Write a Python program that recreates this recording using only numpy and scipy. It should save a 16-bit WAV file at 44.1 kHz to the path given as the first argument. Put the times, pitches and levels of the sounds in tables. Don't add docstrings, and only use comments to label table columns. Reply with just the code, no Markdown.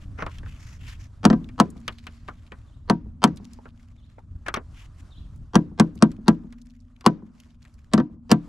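import sys
import numpy as np
from scipy import signal
from scipy.fft import rfft, irfft
from scipy.io import wavfile
from scipy.ndimage import uniform_filter1d

SR = 44100
rng = np.random.default_rng(int(sys.argv[2]) if len(sys.argv) > 2 else 0)


def wrap_up_sound(samples):
    columns = np.atleast_2d(samples).T
    tamed = np.clip(columns, -1, 1)
    steps = np.round(tamed * 32767).astype(np.int16)
    wavfile.write(sys.argv[1], SR, steps)


N = 373968

# t/s, force/dB, squareness of the hit/dB, tilt/(dB/octave), stutter level/dB,
# gain of the panel's middle modes/dB, ring-time factor left by the hand, treble cutoff/Hz
BLOW_EVENTS = [(1.2522, 0, -3, -2, -14.5, 0.5, 0.93, 13000), (1.301, -5.5, -8.5, -4, -59, -3, 1.46, 6150),
               (1.3283, -11, -5, -0.5, -51, 0, 1.21, 5000), (1.6, -0.5, 6.5, -1.5, -20, -2, 0.91, 14000),
               (2.8984, -3.5, 6, -2, -24, 2.5, 1.14, 11040), (2.923, -20.5, -6, -15, -46, 4.5, 0.97, 3977),
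               (3.24, -0.5, 6.5, 0.5, -12.5, -2, 0.92, 15000),
               (3.275, -17.5, -18.5, 0.5, -46.5, -1.5, 1.2, 7950),
               (5.5546, -0.5, -6, -3.5, -13, 1.5, 1.08, 13000), (5.798, 0, -7, -2, -20.5, 0, 1.04, 12000),
               (6.024, -0.9, -4.5, -2.5, -29.5, 1.5, 1.04, 13000),
               (6.281, -1.17, -4.5, -1.5, -26, -0.5, 1.07, 12900),
               (7.0628, -0.5, 2.5, -0.5, -22, 1.5, 1, 17000),
               (7.9353, -3.5, -5.5, 3, -25.5, 0.5, 1.33, 9690), (7.978, -9, -5, -0.5, -43, 3.5, 1.36, 5900),
               (7.999, -11.5, -6.5, -2.5, -48, 2, 1.07, 4480), (8.3149, -0.5, -1, 2.5, -13, 1, 1.2, 17000)]
# f/Hz, level/dB, T60/s
PUNCH_MODES = [(2480, -24.5, 0.008), (2863, -18.5, 0.023), (3220, -19.5, 0.032), (3940, -21, 0.0039),
               (3977, -22, 0.008), (4270, -19, 0.0037), (4564, -13.5, 0.017), (5430, -15, 0.009),
               (5720, -20, 0.011), (6400, -22.5, 0.011), (8000, -21, 0.016), (8300, -25, 0.006),
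               (9660, -19, 0.0045)]
# f/Hz, level/dB, T60/s
STRAP_MODES = [(950, -5, .018), (1270, -12, .014)]
# f/Hz, level/dB, T60/s
FRAME_MODES = [(39, -46.5, 3.5), (150, -57, 5.9), (233, -47, 3.1), (252, -47, 2.6)]
# f/Hz, T60/s
RATTLE_SPECTRUM = [(100, -26), (250, 1.5), (600, 1), (1200, 2.5), (2000, -7), (5000, -8), (8000, -12.5),
                   (12000, -27), (16000, -40.5)]
RATTLE_DECAY = [(200, 0.25), (700, 0.089), (2000, 0.062), (5000, 0.031), (10000, 0.036)]
def hammer():
    out, t = np.zeros((2, N)), np.arange(SR // 2) / SR
    sheet = burst(RATTLE_SPECTRUM, RATTLE_DECAY, apart=1.0)
    for s, force_db, square_db, tilt_db, stutter_db, middle_db, linger, cutoff_hz in BLOW_EVENTS:
        boom_db = force_db - 0.23 * square_db
        crack_db = 2.2 * force_db + 0.19 * square_db
        strap_db = 2.2 * force_db + 0.55 * square_db
        knock = amp(boom_db - 1.32) * panel_boom(square_db, middle_db, linger)
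        clunk = ring(STRAP_MODES, SR // 10, scatter_db=-2.8, detune=0.04, cycles=0.7)
        ping = ring(PUNCH_MODES, SR // 10, scatter_db=3.5, detune=0.012)
        add(knock, 0, amp(strap_db) * clunk + amp(crack_db - 5) * ping)
        add(knock, 0, amp(crack_db - 7) * contact_crack(tilt_db))
        rattle = sheet + 1.5 * burst(RATTLE_SPECTRUM, RATTLE_DECAY, apart=0.25, tilt_db=tilt_db)
        rattle_db = (crack_db + boom_db) / 2 + 0.072 * square_db - 18
        knock += amp(rattle_db) * rattle * rise(t, 0.00016)
        knock = signal.lfilter(*signal.butter(3, cutoff_hz, fs=SR), knock)
        add(out, s, knock)
        add(out, s - 2 * STUTTER_S, amp(stutter_db) * stutter(knock))
        echo = signal.lfilter(*signal.butter(2, 330, fs=SR), knock)
        add(out, s + 0.16, amp(-28.5) * echo)
        add(out, s, amp(boom_db) * ring(FRAME_MODES, 2 * SR, scatter_db=2.5, detune=0.0015))
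        add(out, s, amp(boom_db + square_db / 3 - 38.5) * yard_reverberation(t))
    return out


# f/Hz, level/dB, T60/s
PANEL_MODES = [(100, -18.5, 0.081), (138, -14.5, 0.16), (155, -25.5, 0.12), (167.5, -11, 0.2),
               (212.9, -1, 0.11), (252.3, -8, 0.11), (300.6, -21, 0.27), (329.2, -14.5, 0.15),
               (404.5, -15.5, 0.067), (507, -15.5, 0.07), (565, -18, 0.026), (625, -13, 0.04),
               (684, -19.5, 0.089), (743, -17, 0.09), (908, -23, 0.09), (977, -19.5, 0.11),
               (1055, -14, 0.036), (1158, -15, 0.046), (1320, -14.5, 0.042), (1390, -27, 0.033),
               (1565, -24.5, 0.082), (1710, -23, 0.04), (1924, -28, 0.05)]
def panel_boom(square_db, middle_db, linger):
    boom = ring(PANEL_MODES, SR // 2, scatter_db=1.28, detune=0.016, cycles=0.68,
                clang_db=square_db, middle_db=middle_db, linger=linger)
    return signal.lfilter(*signal.butter(2, 75, "high", fs=SR), boom)


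# nominal delay/s (played at about two thirds), level/dB
CHATTER_CONTACTS = [(0, 3.5), (.0022, -7.5), (.008, -23), (0.013, -25.5)]
# f/Hz, spectral level/dB
CRACK_SPECTRUM = [(300, -21), (1000, 2), (2200, -5), (3500, 0.5), (4800, 6.5), (7000, -4.5), (10000, -6),
                  (13000, -13.5), (16000, -24.5)]
def contact_crack(tilt_db):
    out, t = np.zeros((2, SR // 2)), np.arange(SR // 10) / SR
    pulse = np.exp(-t / 0.0008) * rise(t, 0.00033)
    for delay, db in CHATTER_CONTACTS:
        crack = noise(CRACK_SPECTRUM, len(t), apart=0.23, tilt_db=tilt_db) * pulse
        add(out, delay * rng.uniform(0.66, 0.69), amp(db) * crack)
    return out


STUTTER_S = 0.0102
def stutter(knock):
    band = signal.butter(2, [200, 5000], "band", fs=SR, output="sos")
    onset = signal.sosfilt(band, knock[:, :round(STUTTER_S * SR)])
    onset *= np.linspace(0.5, 1.4, onset.shape[1]) * signal.windows.tukey(onset.shape[1], 0.1)
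    return np.hstack([amp(-10) * onset, onset])


# f/Hz, T60/s
YARD_SPECTRUM = [(80, -19.5), (200, 10), (350, -11), (600, -22.5), (1100, -19.5), (2000, -27), (6000, -30),
                 (12000, -52.5), (16000, -58)]
YARD_DECAY = [(200, 0.97), (1000, 1), (3000, 0.43), (10000, 0.24)]
def yard_reverberation(t):
    return burst(YARD_SPECTRUM, YARD_DECAY, apart=0.85) * rise(t, 0.01)


# t/s, level/dB, tilt/(dB/octave), clink f/Hz
TOUCH_EVENTS = [(0.187, -36.5, -7.5, 1390), (0.2231, -28, -6, 1210), (0.264, -32, -3, 1130),
                (0.384, -46.5, 5.5, 3300), (0.431, -50.5, -5, 1660), (0.461, -49, -2.5, 1570),
                (1.489, -51.5, 2.5, 2300), (1.703, -49, 32, 8160), (1.879, -26.5, 2.5, 3070),
                (2.068, -37.5, 1.5, 2750), (2.2795, -49.5, 0.5, 3800), (2.2847, -34.5, -5.5, 1260),
                (2.52, -40, -3.5, 1970), (3.372, -47.5, 11, 3843), (3.588, -51, -51.5, 875),
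                (3.656, -45, -8.5, 1488), (4.183, -49, -10.5, 840), (4.465, -38.5, -2, 1685),
                (4.483, -28, 0, 1550), (4.541, -24.5, 2.5, 1120), (4.572, -28.5, -8.5, 231),
                (6.116, -51, 9.5, 1247), (6.525, -52, 4.5, 1013), (7.009, -50, 5, 1037),
                (7.401, -52.5, 14, 2866), (7.651, -54.5, 4.5, 1880)]
# f/Hz, T60/s
TOUCH_SPECTRUM = [(100, -1), (300, 1), (800, -2), (1300, 2.5), (2000, -1.5), (3200, -3), (4500, -5.5),
                  (6000, -5.5), (9000, -14.5), (13000, -24), (16000, -39)]
TOUCH_DECAY = [(300, 0.1), (1300, 0.084), (3000, 0.047), (6000, 0.015), (12000, 0.03)]
# f/Hz, gain/dB
TIP_BITE = [(900, -6.5), (2600, -6), (7000, -11)]
def punch_touches():
    out, t = np.zeros((2, N)), np.arange(SR // 2) / SR
    hz = np.geomspace(100, 16000, 200)
    octaves = np.log2(np.clip(hz, 900, 7000) / 2600)
    for s, db, tilt_db, clink_hz in TOUCH_EVENTS:
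        clink = 7 * bell(hz, clink_hz, octaves=0.26)
        clink -= 2.5 * bell(hz, 2.76 * clink_hz, octaves=0.26)
        spectrum = read(TOUCH_SPECTRUM, hz) + read(TIP_BITE, hz) + tilt_db * octaves + clink
        touch = burst(np.c_[hz, spectrum], TOUCH_DECAY, apart=0.46)
        add(out, s, amp(db + 5) * rise(t, 0.00012) * touch)
    return out


# t/s, duration/s, level/dB
SCRAPE_STROKES = [(.17, 0.08, -39.5), (2.275, 0.035, -56), (4.455, 0.051, -38), (4.555, 0.019, -31)]
# f/Hz, spectral level/dB
GRIT_SPECTRUM = [(150, -12), (400, 5), (1300, 13.5), (2100, 12.5), (3200, -5), (4200, -18), (6000, -1.5),
                 (8000, -61), (14000, -47)]
def rust_scrapes():
    return noise(GRIT_SPECTRUM, N, apart=0.94) * strokes(SCRAPE_STROKES, grain_db=3.5, grain_samples=130)


# t/s, duration/s, level/dB
GRIP_STROKES = [(1.3, 1.52, -58.5), (3.35, 1, -60.5), (5.6, 1.56, -60.5), (7.15, 0.82, -58)]
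# t/s, duration/s, level/dB, rasp f/Hz
RUB_STROKES = [(0, 0.057, -58.5, 3000), (0.267, 0.14, -56, 3100), (0.427, 0.19, -56.5, 2870),
               (0.543, 0.27, -55, 5800), (0.77, 0.23, -52.5, 3000), (0.859, 0.085, -51, 4560),
               (0.969, 0.12, -57.5, 5630), (1.697, 0.64, -65, 4400), (2.193, 0.31, -70.5, 3460),
               (3.356, 0.3, -68, 5000), (4.718, 0.17, -55.5, 3000), (4.97, 0.05, -60, 8570),
               (7.296, 0.28, -70.5, 4960)]
# f/Hz, spectral level/dB
GLOVE_SPECTRUM = [(300, -22.5), (950, -0.5), (2100, 5.5), (2900, 0.5), (4200, -5), (7200, -5),
                  (8500, -13.5), (13000, -15), (15000, -29.5)]
def glove():
    crumbs = uniform_filter1d(catches(per_s=76, floor_db=-7, decay_s=0.0015), size=50)
    scuffs = uniform_filter1d(catches(per_s=9, floor_db=-9, decay_s=0.009), size=300)
    out = noise(GLOVE_SPECTRUM, N, apart=0.66) * (crumbs + scuffs)
    out *= strokes(GRIP_STROKES, grain_db=-3.5, grain_samples=200)
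    hz = np.geomspace(300, 15000, 60)
    for s, duration, db, rasp_hz in RUB_STROKES:
        size = round(duration * SR)
        spectrum = read(GLOVE_SPECTRUM, hz) + 7 * bell(hz, rasp_hz, octaves=0.28)
        envelope = signal.windows.tukey(size, 0.7) * grain(size, depth_db=2.5, samples=300)
        add(out, s, amp(db) * envelope * noise(np.c_[hz, spectrum], SR, apart=0.81)[:, :size])
    return out


# t/s, level/dB, centre f/Hz
SNAG_EVENTS = [(1.44, -49.5, 2950), (1.7674, -50, 4460), (1.8023, -53, 6900), (1.924, -42.5, 3100),
               (1.9844, -41, 2960), (2.4659, -46.5, 3000), (3.3604, -49, 7000), (3.445, -45, 4450),
               (3.5323, -46, 5440), (3.6896, -49.5, 2940), (5.361, -52.5, 7860), (5.953, -50, 7700),
               (5.976, -45, 3040), (6.616, -50, 5200), (6.6596, -55, 5960), (6.6997, -53.5, 4000),
               (6.8032, -54.5, 4996), (6.963, -50.5, 2150), (7.5056, -54, 3400), (7.6256, -52.5, 4020),
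               (7.7404, -55.5, 5480)]
def snags():
    out, t, hz = np.zeros((2, N)), np.arange(SR // 20) / SR, np.geomspace(200, 16000, 40)
    width_octaves, snap_decay_s, rustle_peak_s = 1.03, 0.0015, 0.0041
    snap = np.exp(-t / snap_decay_s)
    swell = t / rustle_peak_s * np.exp(1 - t / rustle_peak_s)
    for s, db, centre_hz in SNAG_EVENTS:
        band_db = -10 * np.log10(1 + (2 * np.log2(hz / centre_hz) / width_octaves) ** 4)
        rustle = amp(-7) * swell * grain(len(t), depth_db=9, samples=80)
        add(out, s, amp(db - 5) * noise(np.c_[hz, band_db], len(t), apart=0.82) * (snap + rustle))
    return out


# f/Hz, spectral level/dB
WIND_LEVEL = [(0.0, -41.5), (1.2, -42.5), (1.7, -49), (2.53, -51), (2.81, -45.5), (3.19, -45),
              (3.54, -51.5), (3.8, -52.5), (4.2, -49), (5.48, -43), (5.62, -49.5), (6.28, -50),
              (6.5, -57.5), (7.41, -58), (7.93, -51), (8.48, -57.5)]
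WIND_SPECTRUM = [(15, -7), (35, 0), (60, 2.5), (95, 3), (130, -6.5), (200, -15), (270, -16.5), (360, -35),
                 (600, -44), (2000, -95)]
# f/Hz, spectral level/dB
HISS_LEVEL = [(0, 3), (2.7, 1.5), (3.1, -6), (3.55, 1.5), (4.3, -2.5), (4.9, 4.5), (5.5, -1), (6.4, -2),
              (6.85, -3.5), (7.4, -1), (7.85, -2), (8.2, -8), (8.48, 5.5)]
HISS_SPECTRUM = [(180, -33), (300, -9), (467, -24), (606, -14), (828, -18), (1170, -14), (2170, -26),
                 (7180, -30.5), (12300, -40.5), (15000, -64)]
def wind_and_hiss():
    t = np.arange(N) / SR
    lumps_db = 2.5 * wander(N, samples=round(0.088 * SR))
    gust = amp(np.interp(t, *np.transpose(WIND_LEVEL)) + lumps_db + 3)
    hiss = amp(np.interp(t, *np.transpose(HISS_LEVEL)) - 67) * grain(N, depth_db=1.5, samples=2500)
    rumble = gust * noise(WIND_SPECTRUM, N, apart=0.15, from_panel=False)
    return rumble + hiss * noise(HISS_SPECTRUM, N, apart=0.58, from_panel=False)


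# t/s, level/dB, pitch factor
CHIRP_EVENTS = [(2.667, -67.5, 0.96), (3.966, -64.5, 0.97), (5.103, -54, 1)]
# t/s, f/Hz, level/dB
CHIRP_CONTOUR = [(0, 4900, -16), (.01, 3750, -9), (.022, 3650, 0), (.032, 3620, -3), (.042, 3150, -16),
                 (.055, 3000, -11), (.07, 3350, -4), (.079, 3850, 1), (.088, 4100, -14)]
def bird():
    path_s, path_hz, path_db = np.transpose(CHIRP_CONTOUR)
    out, t = np.zeros((2, N)), np.arange(0, path_s[-1], 1 / SR)
    envelope = amp(np.interp(t, path_s, path_db)) * signal.windows.tukey(len(t), 0.1)
    echo_age = np.arange(SR // 2) / SR / 0.035
    for s, db, pitch in CHIRP_EVENTS:
        hz = pitch * np.interp(t, path_s, path_hz) * (1 + 0.03 * wander(len(t), samples=40))
        call = np.sin(2 * np.pi * np.cumsum(hz) / SR) * envelope
        echoes = 0.048 * rng.standard_normal((2, len(echo_age))) * echo_age * np.exp(-echo_age)
        blurred = call * wander(len(t), samples=45)
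        add(out, s, amp(db) * call[None])
        add(out, s, amp(db) * signal.fftconvolve(blurred[None], echoes, axes=1))
    return out


def ring(modes, size, scatter_db, detune, clang_db=0, cycles=0.58, middle_db=0, linger=1):
    out = np.zeros((2, size))
    for k, (hz, db, t60) in enumerate(modes):
        lag_s = 0.0008 * np.clip(np.log2(600 / hz), 0, 1)
        t = np.maximum(np.arange(size) / SR - lag_s, 0)
        level = db + clang_db * bell(hz, 930, octaves=0.71) + middle_db * bell(hz, 370, octaves=0.55)
        level += scatter_db * rng.standard_normal()
        pitch = hz * (1 + detune * rng.standard_normal())
        phase = np.pi * k + (hz / 657.6) ** 2 * rng.standard_normal()
        damping = np.log(1000) / (t60 * linger)
        swing = np.exp((2j * np.pi * pitch - damping) * t + 1j * phase) * rise(t, cycles / hz)
        out += amp(level) * (stereo_gain(hz)[:, None] * swing).imag
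    return out


def burst(spectrum, decay, apart, tilt_db=0):
    t, hz = np.arange(SR // 2) / SR, np.fft.rfftfreq(SR // 2, 1 / SR)
    bins = rfft(noise(spectrum, len(t), apart, tilt_db))
    centres, t60s = np.transpose(decay)
    bands = [irfft(bins * read(np.c_[centres, weights], hz), len(t)) for weights in np.eye(len(t60s))]
    return sum(band * amp(-60 * t / t60) for band, t60 in zip(bands, t60s))


def noise(spectrum, size, apart, tilt_db=0, from_panel=True):
    hz = np.fft.rfftfreq(size, 1 / SR)
    white = rfft(rng.standard_normal((3, size)))
    shared = white[0] * (stereo_gain(hz) if from_panel else 1)
    gain = amp(read(spectrum, hz) + tilt_db * np.log2((hz + 1) / 4000))
    return unit_rms(irfft((shared + apart * white[1:]) * gain, size))


# f/Hz, level difference/dB; and f/Hz, phase lead/rad
LEVEL_DIFFERENCE = [(90, .4), (160, 1.8), (250, 1), (330, 1.8), (400, -4), (560, 6), (750, 1.5), (860, -7),
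                    (970, 5), (1500, 1), (2400, 4.5), (4600, -3.3), (9000, 0), (13000, 2)]
PHASE_LEAD = [(90, .1), (140, -.1), (260, -.2), (330, .1), (390, .65), (470, -.9), (560, -1), (640, -.2),
              (740, -.9), (900, -1.3), (980, .45), (1300, -.85), (3000, -.75), (9000, -.2)]
def stereo_gain(hz):
    left = amp(read(LEVEL_DIFFERENCE, hz) / 2) * np.exp(1j * read(PHASE_LEAD, hz) / 2)
    return np.array([left, 1 / left])


def strokes(rows, grain_db, grain_samples):
    level = np.zeros((1, N))
    for s, duration, db in rows:
        add(level, s, amp(db) * signal.windows.tukey(round(duration * SR), 0.7)[None])
    return level * grain(N, grain_db, grain_samples)


def catches(per_s, floor_db, decay_s):
    onsets = rng.random(N) < per_s / SR
    sizes = amp(floor_db + 4.5 * np.minimum(rng.exponential(1, N), 3))
    return signal.lfilter([1], [1, -np.exp(-1 / (decay_s * SR))], onsets * sizes)


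def grain(size, depth_db, samples):
    roughness = uniform_filter1d(rng.standard_normal(N), size=samples)[:size]
    return unit_rms(amp(depth_db * unit_rms(roughness)))


def wander(size, samples):
    return unit_rms(uniform_filter1d(rng.standard_normal(size), size=samples))


def bell(hz, centre_hz, octaves):
    return np.exp(-(np.log2(hz / centre_hz) / octaves) ** 2)


def read(points, hz):
    f, value = np.transpose(points)
    return np.interp(np.log(hz + 1), np.log(f), value)


def rise(t, tau_s):
    return 1 - np.exp(-t / tau_s)


def amp(db):
    return 10 ** (np.asarray(db) / 20)


def unit_rms(x):
    return x / np.sqrt(np.mean(x ** 2) + 1e-20)


def add(mix, s, sound):
    part = mix[:, round(s * SR):][:, :sound.shape[1]]
    part += sound[:, :part.shape[1]]


# f/Hz, spectral density level/dB
HUSH_THRESHOLD = [(250, -125), (600, -108), (1200, -107), (3000, -117), (6000, -119), (12000, -128)]
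def suppress(x):
    frames = dict(fs=SR, nperseg=512, noverlap=384, scaling="psd")
    hz, _, bins = signal.stft(x, **frames)
    power = uniform_filter1d((abs(bins) ** 2).mean(0), size=7, axis=0)
    power = abs(uniform_filter1d(power, size=5, axis=1))
    threshold = amp(read(HUSH_THRESHOLD, hz))[:, None] ** 2
    gain = np.maximum(power / (power + threshold), amp(-11))
    return signal.istft(bins * gain, **frames)[1][:, :N]


def scene():
    return hammer() + punch_touches() + rust_scrapes() + glove() + snags() + wind_and_hiss() + bird()


def record(dry):
    quiet = suppress(dry)
    rounded = quiet / (1 + quiet ** 8) ** (1 / 8)
    softened = signal.lfilter(*signal.butter(2, 13000, fs=SR), rounded)
    band_limit = signal.firwin(511, 16300, window=("kaiser", 9), fs=SR)
    return signal.oaconvolve(softened, band_limit[None], "same")


dry = scene()
out = record(dry)
wrap_up_sound(out)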